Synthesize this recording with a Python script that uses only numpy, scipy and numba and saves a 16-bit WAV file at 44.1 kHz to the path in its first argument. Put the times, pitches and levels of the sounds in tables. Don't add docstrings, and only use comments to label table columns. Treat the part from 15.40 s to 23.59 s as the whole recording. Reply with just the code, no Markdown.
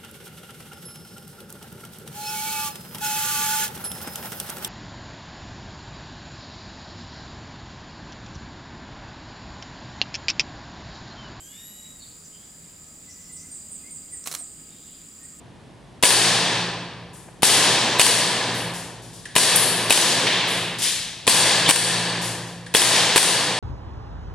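import sys
import numpy as np
from scipy import signal
from scipy.fft import rfft, irfft, next_fast_len
from scipy.io import wavfile
from scipy.ndimage import uniform_filter1d
from numba import njit

SR = 44100
rng = np.random.default_rng(int(sys.argv[2]) if len(sys.argv) > 2 else 0)


def pcm_store(signal):
    levels = np.round(np.clip(np.atleast_2d(signal), -1, 1) * 32767)
    wavfile.write(sys.argv[1], SR, levels.astype(np.int16).T)


N = 361179

# (time [s], gas blast [dB], hammer [dB], slide [dB], backstop knock [dB])
SHOTS = [(0.6355, 21, -7, 6.5, 0), (2.0310, 25.5, -14.5, 1, 1), (2.5956, 22.5, -15, 9.5, -21),
         (3.9625, 22, -12, 6, -10), (4.506, 26.5, -8.5, 12.5, -9), (5.8770, 20.5, -13, 1, -3),
         (6.2905, 18, -10, 11.5, -10), (7.3490, 24, -11, 9.5, 4), (7.7600, 22, -14, 9.5, -24)]
# (frequency [Hz], width [Hz], level [dB])
STEEL_MODES = [(473, 190, 8.5), (975, 110, 18.5), (1590, 250, 9.5), (2310, 210, 18.5), (3270, 1300, 12),
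               (3900, 780, 12.5), (8100, 1150, 8), (10200, 780, -27)]
# (frequency [Hz], gain [dB])
MIC_EQ = [(40, -24), (120, -5.5), (600, -5.5), (1020, -3), (1330, -8), (1750, -2), (2120, -4.5),
          (3400, -0.5), (6600, -5), (8300, -4), (9800, -2.5), (11600, -7.5), (13000, -19.5), (16000, -22.5)]


def pistol(hammer_lead_s=0.0092, hiss_db=-13.5, hall_db=-12, boom_db=10, ring_db=8.5):
    # (delay after the blast [s], level [dB])
    slide_hits = [(0.0075, -1.5), (0.018, 3), (0.069, -3)]
    # (frequency [Hz], width [Hz], level [dB])
    frame_modes = [(496, 41, 2), (1000, 29, 0.5), (1690, 195, 2), (2660, 160, -3.5), (3434, 55, -2),
                   (4290, 300, -3.5), (4625, 94, 5), (8230, 330, 5), (9590, 360, 3.5)]
    out = np.zeros((2, N))
    for s, blast_db, hammer_db, slide_db, _ in SHOTS:
        add(out, s - hammer_lead_s, undb(hammer_db) * hammer())
        add(out, s, undb(blast_db) * (gas_blast() + undb(hiss_db) * breech_hiss()))
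        for delay, db in slide_hits:
            add(out, s + delay, undb(slide_db + db) * slide_clack())
        echoes = hall()
        add(out, s, undb(blast_db + hall_db) * echoes + undb(boom_db) * hall_boom())
        add(out, s, undb(ring_db) * ring(echoes[::-1], frame_modes))
    return out


def gas_blast(hold_s=0.0022, t60=0.013, push_s=0.00035, push_db=1):
    # (frequency [Hz], width [Hz], level [dB])
    blast_modes = [(422, 210, 4.5), (1010, 130, 6), (1360, 1100, -3), (2550, 130, 6), (2980, 310, 2.5),
                   (4500, 920, -5.5), (8070, 240, 1.5), (11400, 1900, -10)]
    t = np.arange(SR // 10) / SR
    flow = fade(np.maximum(t - hold_s, 0), t60)
    crack = ring(rng.standard_normal((2, len(t))) * flow, blast_modes)
    push = undb(push_db) * (1 - 0.37 * t / push_s) * np.exp(-t / push_s)
    crack[0] -= push
    return crack


def breech_hiss(open_s=0.025, low_hz=5200):
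    t = np.arange(SR // 10) / SR
    flow = np.minimum(t / open_s, 1) ** 0.96 * fade(np.maximum(t - open_s, 0), t60=0.0052)
    highpass = signal.butter(2, low_hz, "high", fs=SR, output="sos")
    return signal.sosfilt(highpass, rng.standard_normal((2, len(t))) * flow)


def slide_clack(modes_db=-2, crack_db=1):
    contact = burst(t60=0.023)
    return undb(modes_db) * ring(contact, STEEL_MODES) + undb(crack_db) * contact


def hammer(modes_db=-6, noise_db=-2.5):
    return undb(modes_db) * ring(burst(t60=0.011), STEEL_MODES) + undb(noise_db) * burst(t60=0.57)


def pellets(flight_s=0.18, contact_t60=0.07, tick_top_hz=15300):
    # (time [s], level [dB], centre [Hz], width [octaves])
    ricochets = [(4.159, 6.5, 11000, 0.57), (4.547, 2, 3750, 0.8), (4.869, 1.5, 2550, 1.28),
                 (6.261, -4, 3300, 0.39)]
    # (time [s], level [dB], low edge [Hz])
    floor_ticks = [(1.732, -34, 6750), (3.142, -20.5, 8380), (3.336, -25, 5150), (3.620, -36, 3860),
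                   (3.731, -34, 3900), (5.074, -15.5, 6370), (5.385, -17.5, 2960), (5.420, -11, 1900),
                   (6.814, -18, 5250), (7.060, -36.5, 5030)]
    knock_db, ricochet_db, tick_db = -10, 8, -17
    hits = [(s + flight_s, db, knock_db, band(hz=2020, octaves=3.65)) for s, *_, db in SHOTS]
    hits += [(s, db, ricochet_db, band(hz, octaves)) for s, db, hz, octaves in ricochets]
    hits += [(s, db, tick_db, (low_hz, tick_top_hz)) for s, db, low_hz in floor_ticks]
    direct, send = np.zeros((2, N)), np.zeros(N)
    for s, db, direct_db, edges_hz in hits:
        bandpass = signal.butter(2, edges_hz, "band", fs=SR, output="sos")
        add(direct, s, undb(db + direct_db) * signal.sosfilt(bandpass, burst(contact_t60)))
        add(send, s, undb(db) * signal.sosfilt(bandpass, signal.unit_impulse(SR // 10)))
    return direct, send


def trigger(send_db=-9):
    # (time [s], level [dB])
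    pulls = [(3.854, -29), (7.263, -32.5)]
    # (delay [s], level [dB])
    clicks = [(0, 3), (0.010, -10.5), (0.043, -25)]
    # (frequency [Hz], width [Hz], level [dB])
    linkage_modes = [(1640, 170, 11), (1900, 180, 11.5), (3380, 3300, 0), (9600, 720, 0)]
    direct, send = np.zeros((2, N)), np.zeros(N)
    for s, pull_db in pulls:
        for delay, db in clicks:
            add(direct, s + delay, undb(pull_db + db) * burst(t60=0.089))
            add(send, s + delay, undb([pull_db + db + send_db]))
    return ring(direct, linkage_modes), ring(send, linkage_modes)


def grip_tick(time_s=1.886, level_db=-31):
    # (frequency [Hz], width [Hz], level [dB])
    grip_modes = [(600, 250, 14), (2200, 600, 2)]
    out = np.zeros((2, N))
    add(out, time_s, undb(level_db) * ring(burst(t60=0.02), grip_modes))
    return out


def hall(late_share=0.21, build_s=0.67):
    # (frequency [Hz], t60 [s])
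    decay_times = [(150, 1.74), (400, 1.554), (1000, 1.467), (2000, 1.305), (4000, 1.124), (7000, 0.88),
                   (10500, 0.66), (16000, 0.46)]
    # (frequency [Hz], gain [dB])
    hall_eq = [(60, -15), (90, -8.5), (125, -1.5), (250, -1), (400, 1.5), (700, 1), (1500, -1), (4000, 1),
               (8000, 1), (15000, -2)]
    t = np.arange(2 * SR) / SR
    hz = np.fft.rfftfreq(len(t), 1 / SR)
    spectrum = rfft(rng.standard_normal((2, len(t)))) * undb(curve_at(hall_eq, hz))
    centres = np.transpose(decay_times)[0]
    echoes = np.zeros((2, len(t)))
    for centre, t60 in decay_times:
        band_weight = curve_at(np.c_[centres, centres == centre], hz)
        echoes += irfft(spectrum * band_weight) * fade(t, t60)
    return echoes * (1 - late_share * fade(t, build_s))


def hall_boom(t60=2.3, partner_db=-7, trim_db=-38):
    # (frequency [Hz], width [Hz], level [dB])
    room_modes = [(117.1, 4, 12.5), (140, 3.3, 0), (172.95, 5.2, 14), (343.5, 5.4, 2.5)]
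    t = np.arange(2 * SR) / SR
    out = np.zeros((2, len(t)))
    for hz, width, db in room_modes:
        partner_hz = hz + width * rng.uniform(-1.566, 1.527)
        main, partner = np.sin(2 * np.pi * (np.outer([hz, partner_hz], t) + rng.random((2, 1))))
        swell = 1 - np.exp(-np.pi * width * t)
        out[0] += undb(db + trim_db) * (main + undb(partner_db) * partner) * swell
    return out * fade(t, t60)


def ventilation(air_db=-46.5, spread_db=-5):
    # (frequency [Hz], relative level [dB])
    air_eq = [(25, -35), (45, 14.5), (70, 4.5), (150, -1.5), (300, -6), (800, -13.5), (1750, -22),
              (3400, -28.5), (5300, -32), (10000, -36), (16000, -52)]
    # (frequency [Hz], rms level [dB])
    hum_tones = [(70, -69), (140, -64), (280, -70)]
    t = np.arange(N) / SR
    noise = rng.standard_normal(N) + undb(spread_db) * rng.standard_normal((2, N))
    air = equalise(equalise(noise, air_eq), MIC_EQ)
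    hum = sum(undb(db) * np.sqrt(2) * np.sin(2 * np.pi * (hz * t + rng.random())) for hz, db in hum_tones)
    return undb(air_db) * air / air.std() + hum


def microphone(mid_side):
    # (frequency [Hz], side against mid [dB])
    width_eq = [(200, -31), (1000, -21), (2000, -18.5), (4000, -8.5), (8000, -2.5), (12000, 0)]
    # (frequency [Hz], gain [dB])
    tilt_eq = [(1000, 0), (2200, -2), (4000, 3), (6000, 7), (8300, 12), (10500, 16), (14000, 8.5)]
    mid, side = mid_side[0], equalise(mid_side[1], width_eq)
    even_power = [(hz, -10 * np.log10(1 + undb(db) ** 2)) for hz, db in width_eq]
    ports = equalise(np.array([mid + side, mid - side]), even_power)
    left, right = equalise(ports, MIC_EQ)
    return np.array([equalise(left, tilt_eq, amount=0.33), equalise(right, tilt_eq, amount=-0.17)])


def undb(db):
    return 10 ** (np.asarray(db) / 20)


def curve_at(table, hz):
    points, values = np.transpose(table)
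    return np.interp(np.log(np.maximum(hz, 1)), np.log(points), values)


def equalise(x, table, amount=1):
    size = next_fast_len(x.shape[-1] + SR // 10, True) * 2
    gain = undb(curve_at(table, np.fft.rfftfreq(size, 1 / SR)))
    cepstrum = irfft(amount * np.log(gain))
    cepstrum[1:size // 2] *= 2
    cepstrum[size // 2 + 1:] = 0
    return irfft(rfft(x, size) * np.exp(rfft(cepstrum)))[..., :x.shape[-1]]


def ring(x, modes):
    return sum((-1) ** k * undb(db) * signal.lfilter(*signal.iirpeak(hz, hz / width, SR), x)
               for k, (hz, width, db) in enumerate(modes))


def fade(t, t60):
    return np.exp(-np.log(1000) * t / t60)


def burst(t60):
    t = np.arange(SR // 10) / SR
    return rng.standard_normal((2, len(t))) * fade(t, t60)


def band(hz, octaves):
    return hz * 2 ** (octaves * np.array([-.5, .5]))


def add(track, s, sound):
    start = int(s * SR)
    part = sound[..., :N - start]
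    track[..., start:start + part.shape[-1]] += part


@njit
def duck(over_db, attack_s, release_db_per_s):
    out, cut = np.empty(len(over_db)), 0.
    for i in range(len(over_db)):
        if over_db[i] > cut:
            cut += (over_db[i] - cut) / (1 + attack_s * SR)
        else:
            cut = max(cut - release_db_per_s / SR, 0.)
        out[i] = cut
    return out


def scene():
    clicks, click_send = trigger()
    knocks, knock_send = pellets()
    soft_hall = hall(late_share=0.57, build_s=0.18)
    echoes = signal.fftconvolve((click_send + knock_send)[None], soft_hall, axes=1)[:, :N]
    return microphone(pistol() + grip_tick() + clicks + knocks + echoes) + ventilation()


def record(dry, limit_db=-9, target_db=-12, top_hz=16000):
    power = uniform_filter1d(np.mean(dry ** 2, axis=0), size=128)
    level_db = 10 * np.log10(np.maximum(power, 1e-12))
    fast_cut_db = duck(level_db - limit_db, attack_s=0.0011, release_db_per_s=51.8)
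    slow_cut_db = duck(level_db - target_db, attack_s=0.014, release_db_per_s=29.9)
    rounded = np.tanh(dry * undb(-np.maximum(fast_cut_db, slow_cut_db)))
    return signal.sosfilt(signal.ellip(10, .2, 80, top_hz, fs=SR, output="sos"), rounded)


dry = scene()
out = record(dry)
pcm_store(out)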